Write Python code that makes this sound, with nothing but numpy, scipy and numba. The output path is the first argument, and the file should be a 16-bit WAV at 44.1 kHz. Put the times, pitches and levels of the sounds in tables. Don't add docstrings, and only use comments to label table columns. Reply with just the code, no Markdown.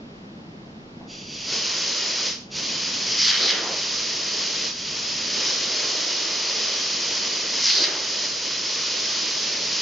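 import sys
import numpy as np
from scipy import signal
from scipy.fft import rfft, irfft, next_fast_len
from scipy.io import wavfile
from scipy.ndimage import uniform_filter1d
from numba import njit

SR = 44100
rng = np.random.default_rng(int(sys.argv[2]) if len(sys.argv) > 2 else 0)


def voltage_ratio(decibels):
    exponent = np.asarray(decibels, float) / 20
    return 10 ** exponent


def materialize(psi):
    bounded = np.clip(np.atleast_2d(psi).T, -1, 1)
    quanta = np.round(bounded * 32767).astype(np.int16)
    wavfile.write(sys.argv[1], SR, quanta)


N = 432621
T = np.arange(N) / SR


def unit(x):
    return x / np.sqrt(np.mean(x ** 2))


def coloured(points):
    hz, db = np.transpose(points)
    size = next_fast_len(N)
    bins_hz = np.arange(1, size // 2 + 2) * SR / size
    gain = voltage_ratio(np.interp(np.log(bins_hz), np.log(hz), db))
    white = rng.standard_normal(size)
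    return unit(irfft(rfft(white) * gain, size)[:N])


def curves(rows):
    s, *columns = np.transpose(rows)
    return [np.interp(T, s, c) for c in columns]


def walk(rate_hz):
    hold = int(SR / rate_hz)
    steps = np.repeat(rng.standard_normal(N // hold + 1), hold)
    return 0.87 * uniform_filter1d(uniform_filter1d(steps, hold), hold)[:N]


@njit
def svf(x, hz, width):
    y, b, l = np.empty(len(x)), 0., 0.
    for i in range(len(x)):
        g, k = np.tan(np.pi * hz[i] / SR), width[i] / hz[i]
        v = (b + g * (x[i] - l)) / (1 + g * (g + k))
        b, l, y[i] = 2 * v - b, l + 2 * g * v, k * v
    return y


def noise_band(hz, width_hz, second_width_hz):
    still = np.zeros(N)
    once = svf(rng.standard_normal(N), hz + still, width_hz + still)
    return svf(once, hz + still, second_width_hz + still)


def along(enter_s, leave_s):
    return (T - enter_s) / (leave_s - enter_s)


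# t/s, level/dB
SHOP_LEVEL = [(0, -42.5), (2.1, -44.5), (2.6, -41.5), (5.4, -42.5), (6.0, -46), (9.81, -45)]
# f/Hz, density/dB
RUMBLE_SPECTRUM = [(12, -51), (20, -19), (69, -17), (178, -4.5), (233, -2.5), (306, -10.5), (338, -8),
                   (374, -13), (413, -12), (445, -14), (1920, -33), (5450, -35), (7520, -48), (9780, -83),
                   (16500, -120)]
# f/Hz, density/dB
WIDE_SPECTRUM = [(12, -49.5), (20, -21.5), (227, -11), (491, -11), (529, -10), (1320, -12.5), (1500, -18),
                 (1780, -12.5), (2340, -16), (4810, -20.5), (7520, -37), (9780, -69), (16500, -120)]
WIDE_DB = -8


def shop():
    level = voltage_ratio(curves(SHOP_LEVEL)[0] + 1.0 * walk(2.1))
    side = voltage_ratio(WIDE_DB) * coloured(WIDE_SPECTRUM) * np.array([[1], [-1]])
    return level * (coloured(RUMBLE_SPECTRUM) + side)


@njit
def walls(x, lags, gain, damp):
    line, soft, out = np.zeros((8, 4096)), np.zeros(8), np.zeros((2, len(x)))
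    for i in range(len(x)):
        total = 0.
        for k in range(8):
            soft[k] += (1 - damp) * (gain[k] * line[k, (i - lags[k]) & 4095] - soft[k])
            total += soft[k]
            out[k % 2, i] += soft[k]
        for k in range(8):
            line[k, i & 4095] = x[i] + soft[k] - total / 4
    return out


# delay/ms, left gain, right gain
EARLY_ECHOES = [(0.977, 0.11, 0.021), (2.39, 0.024, 0.017), (2.68, 0.024, 0.018), (6.716, 0.014, 0.032),
                (7.2, 0.016, 0.014), (8.5, 0.038, 0.027), (9.23, 0.028, 0.028), (21.7, 0.055, 0.056)]
ROOM_T60_S, ROOM_DAMP, ROOM_DB = 0.33, 0.12, -12.5
PORTS_HZ, SIDE_DB, RIGHT_DB = 1900, 5.5, 0.85


def room(near):
    response = np.zeros((2, 1200))
    response[:, 8] = 1
    for ms, left, right in EARLY_ECHOES:
        response += np.outer([left, right], np.sinc(np.arange(1200) - 8 - ms * SR / 1000))
    early = signal.fftconvolve(near[None], response, axes=1)[:, 8:N + 8]
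    lags = np.array([701, 887, 1063, 1279, 1487, 1693, 1931, 2213])
    tail = walls(near + 1e-18, lags, voltage_ratio(-60 * lags / SR / ROOM_T60_S), ROOM_DAMP)
    left, right = early + voltage_ratio(ROOM_DB) * tail
    mid = (left + right) / 2
    side = signal.lfilter(*signal.butter(1, PORTS_HZ, "high", fs=SR), (left - right) / 2)
    side = voltage_ratio(SIDE_DB) * side
    return voltage_ratio(-1.2) * np.array([mid + side, voltage_ratio(RIGHT_DB) * (mid - side)])


# t/s, level/dB
TRIGGER_KNOCK = [(1.012, -33)]
KNOCK_HZ, KNOCK_WIDTH_HZ, KNOCK_T60_S = 686, 380, .4


def knock():
    thud = unit(noise_band(KNOCK_HZ, KNOCK_WIDTH_HZ, 380))
    out = np.zeros(N)
    for s, db in TRIGGER_KNOCK:
        t = np.clip(T - s + .004, 0, None)
        envelope = (1 - np.exp(-t / 0.0017)) * 1000. ** (-t / KNOCK_T60_S)
        out += voltage_ratio(db) * envelope * thud / 3.3
    return out


# front wall enters t/s, back wall leaves t/s,
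# edge level/dB, lull of the edge roar/dB, wash level/dB, boom level/dB
BOX_PASSES = [(3.191, 3.516, -15, -7, -15.5, -26.5), (7.636, 7.856, -16, 0, -19.5, -28.5)]
# place/box lengths, edge roar/dB, wash/dB, hollow boom/dB
PASS_PROFILE = [(-.55, -18, -20, -25), (-.38, -10, -17.5, -27), (-.06, -10, -17.5, -23.5),
                (.04, -1.5, -12.5, -23.5), (.3, 0.5, -7, -22), (.62, -0.5, -10, -12.5),
                (.84, -0.5, -14.5, 0), (.95, -0.5, -4.5, -11.5), (1.15, -20, -12, -4),
                (1.65, -20.5, -19.5, -8), (2.0, -20.5, -18.5, -22.5)]
# f/Hz, width of first filter/Hz, level against the wash/dB
COLOUR_BANDS = [(2065, 220, -9), (3130, 390, -1)]
LULL_AT, LULL_SETS_IN, LULL_FADES = .4, 0.037, .3
EDGE_HZ, EDGE_SAG_HZ = 5180, 600
WASH_HZ, FRONT_FALL_OCT, BACK_FALL_OCT = 2980, 0.78, 2.9
BACK_AT = 0.906
HOLLOW_HZ, HOLLOW_WIDTH_HZ = 420, 280
DULL_HZ = 6650


def box(enter_s, leave_s, level_db, lull_db, wash_level_db, hollow_db):
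    place = along(enter_s, leave_s)
    places, *columns = np.transpose(PASS_PROFILE)
    edge_db, wash_db, boom_db = (np.interp(place, places, c) for c in columns)
    fade = np.clip(np.minimum(place - places[0], places[-1] - place) / .3, 0, 1)
    gusts = voltage_ratio(0.46 * walk(45) + 2.0 * walk(600))

    lull_width = np.where(place < LULL_AT, LULL_SETS_IN, LULL_FADES)
    edge_db = edge_db + lull_db * np.exp(-((place - LULL_AT) / lull_width) ** 2)
    edge_hz = EDGE_HZ - EDGE_SAG_HZ * np.clip(place / .35, 0, 1)
    edge = unit(noise_band(edge_hz, 1900, 2700))

    fall_oct = np.where(place < BACK_AT, FRONT_FALL_OCT * place, BACK_FALL_OCT * (place - BACK_AT))
    wash_hz = WASH_HZ * 2 ** -uniform_filter1d(np.clip(fall_oct, 0, 2.6), size=1000)
    wash = unit(noise_band(wash_hz, 1.3 * wash_hz, 1.9 * wash_hz) / np.sqrt(wash_hz))
    colour = sum(voltage_ratio(db) * unit(noise_band(hz, w, 2 * w)) for hz, w, db in COLOUR_BANDS)
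    wash = wash + colour * np.clip(wash_hz / 1800 - .5, 0, 1)

    boom = unit(noise_band(HOLLOW_HZ, HOLLOW_WIDTH_HZ, 460))
    boom = voltage_ratio(hollow_db + boom_db + 2.2 * walk(30)) * boom
    roar = gusts * (voltage_ratio(level_db + edge_db) * edge + voltage_ratio(wash_level_db + wash_db) * wash)
    dulled = signal.sosfilt(signal.butter(8, DULL_HZ, fs=SR, output="sos"), roar)
    return fade * (dulled + boom)


# t/s, hiss level/dB
VALVE_FLOW = [(1.056, -76), (1.086, -46.5), (1.114, -39.5), (1.26, -41.5), (1.344, -34), (1.44, -32.5),
              (1.53, -22.5), (1.61, -24.5), (2.285, -22.5), (2.344, -33.5), (2.494, -60), (2.516, -37),
              (2.566, -26.5), (2.94, -26), (3.6, -23), (4.67, -24), (4.74, -32), (4.91, -27), (5.31, -25),
              (5.42, -22), (5.9, -21.5), (6.2, -22.5), (7.5, -23), (8.0, -23), (8.22, -22.5), (8.248, -21),
              (8.31, -25.5), (8.5, -24), (9.81, -23.5)]
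# f/Hz, density/dB
HISS_SPECTRUM = [(530, -49.5), (900, -14), (1680, -13), (1910, -10), (2250, -11), (2480, -6), (2680, -8),
                 (3040, -4), (3500, -6.5), (5000, 0.5), (6130, -4), (6880, -9.5), (7190, -14.5),
                 (7520, -32), (9780, -65.5), (16500, -120)]
# f/Hz, density/dB
ROAR_SPECTRUM = [(150, -47.5), (250, -6), (289, -0.5), (448, 2), (627, 0.5), (752, -8), (918, -8.5),
                 (1670, -11), (2200, -5.5), (2860, -36), (4840, -120)]
# f/Hz, width of first filter/Hz, level/dB
BARREL_MODES = [(2620, 680, -4.5), (3350, 430, -4.5), (4200, 570, -14), (4710, 420, 0.5), (5710, 160, 0),
                (6110, 300, -7.5), (6740, 350, -8)]
TUBE_LOW_HZ = 2240
OPEN_DB, OPEN_SPAN_DB = -31.5, 3
LINGER_S = .11
ROAR_DB, ROAR_SLOPE = -14.5, 0.4
BLOCKED_AT, BLOCKED_WIDTH, BLOCKED_ROAR_DB = .25, .25, -7


def jet():
    hiss_db, = curves(VALVE_FLOW)
    lingering_db = np.maximum(hiss_db, np.interp(T - LINGER_S, T, hiss_db))
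    wide = 1 / (1 + np.exp((OPEN_DB - lingering_db) / OPEN_SPAN_DB))
    tube = unit(sum(voltage_ratio(db) * noise_band(hz, w, 2.3 * w) for hz, w, db in BARREL_MODES))
    tube = signal.sosfilt(signal.butter(6, TUBE_LOW_HZ, "high", fs=SR, output="sos"), tube)
    eddies = voltage_ratio(0.9 * walk(7) + .5 * walk(60) + 0.75 * walk(700))
    hiss = eddies * (np.sqrt(wide) * coloured(HISS_SPECTRUM) + np.sqrt(1 - wide) * tube)
    blocked = sum(np.exp(-((along(*row[:2]) - BLOCKED_AT) / BLOCKED_WIDTH) ** 4) for row in BOX_PASSES)
    roar_db = ROAR_DB + ROAR_SLOPE * (hiss_db + 24.0) + BLOCKED_ROAR_DB * blocked + .5 * walk(25)
    roar = voltage_ratio(roar_db) * coloured(ROAR_SPECTRUM)
    started = T > VALVE_FLOW[0][0]
    return voltage_ratio(hiss_db) * started * (hiss + roar)


def scene():
    near = jet() + sum(box(*row) for row in BOX_PASSES) + knock()
    return room(near) + shop()


GAIN_TOP_DB, GAIN_SLOPE = -28, 0.32
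GAIN_ATTACK_S, GAIN_RELEASE_S = 0.13, 0.36


def gain_control(x):
    power = uniform_filter1d(np.mean(x ** 2, axis=0), size=512)[::256]
    rise, fall = 1 - np.exp(-256 / SR / np.array([GAIN_ATTACK_S, GAIN_RELEASE_S]))
    held, e = [], power[0]
    for p in power:
        e += (p - e) * (rise if p > e else fall)
        held.append(e)
    over_db = np.maximum(10 * np.log10(held) - GAIN_TOP_DB, 0)
    return x * voltage_ratio(-GAIN_SLOPE * np.interp(T, T[::256], over_db))


TOP_HZ = 7620


def roll_off(x):
    return signal.sosfilt(signal.butter(12, 7670, fs=SR, output="sos"), x)


def record(dry):
    levelled = gain_control(dry)
    mix = signal.sosfilt(signal.ellip(10, .2, 75, TOP_HZ, fs=SR, output="sos"), levelled)
    return roll_off(mix)


dry = scene()
out = record(dry)
materialize(out)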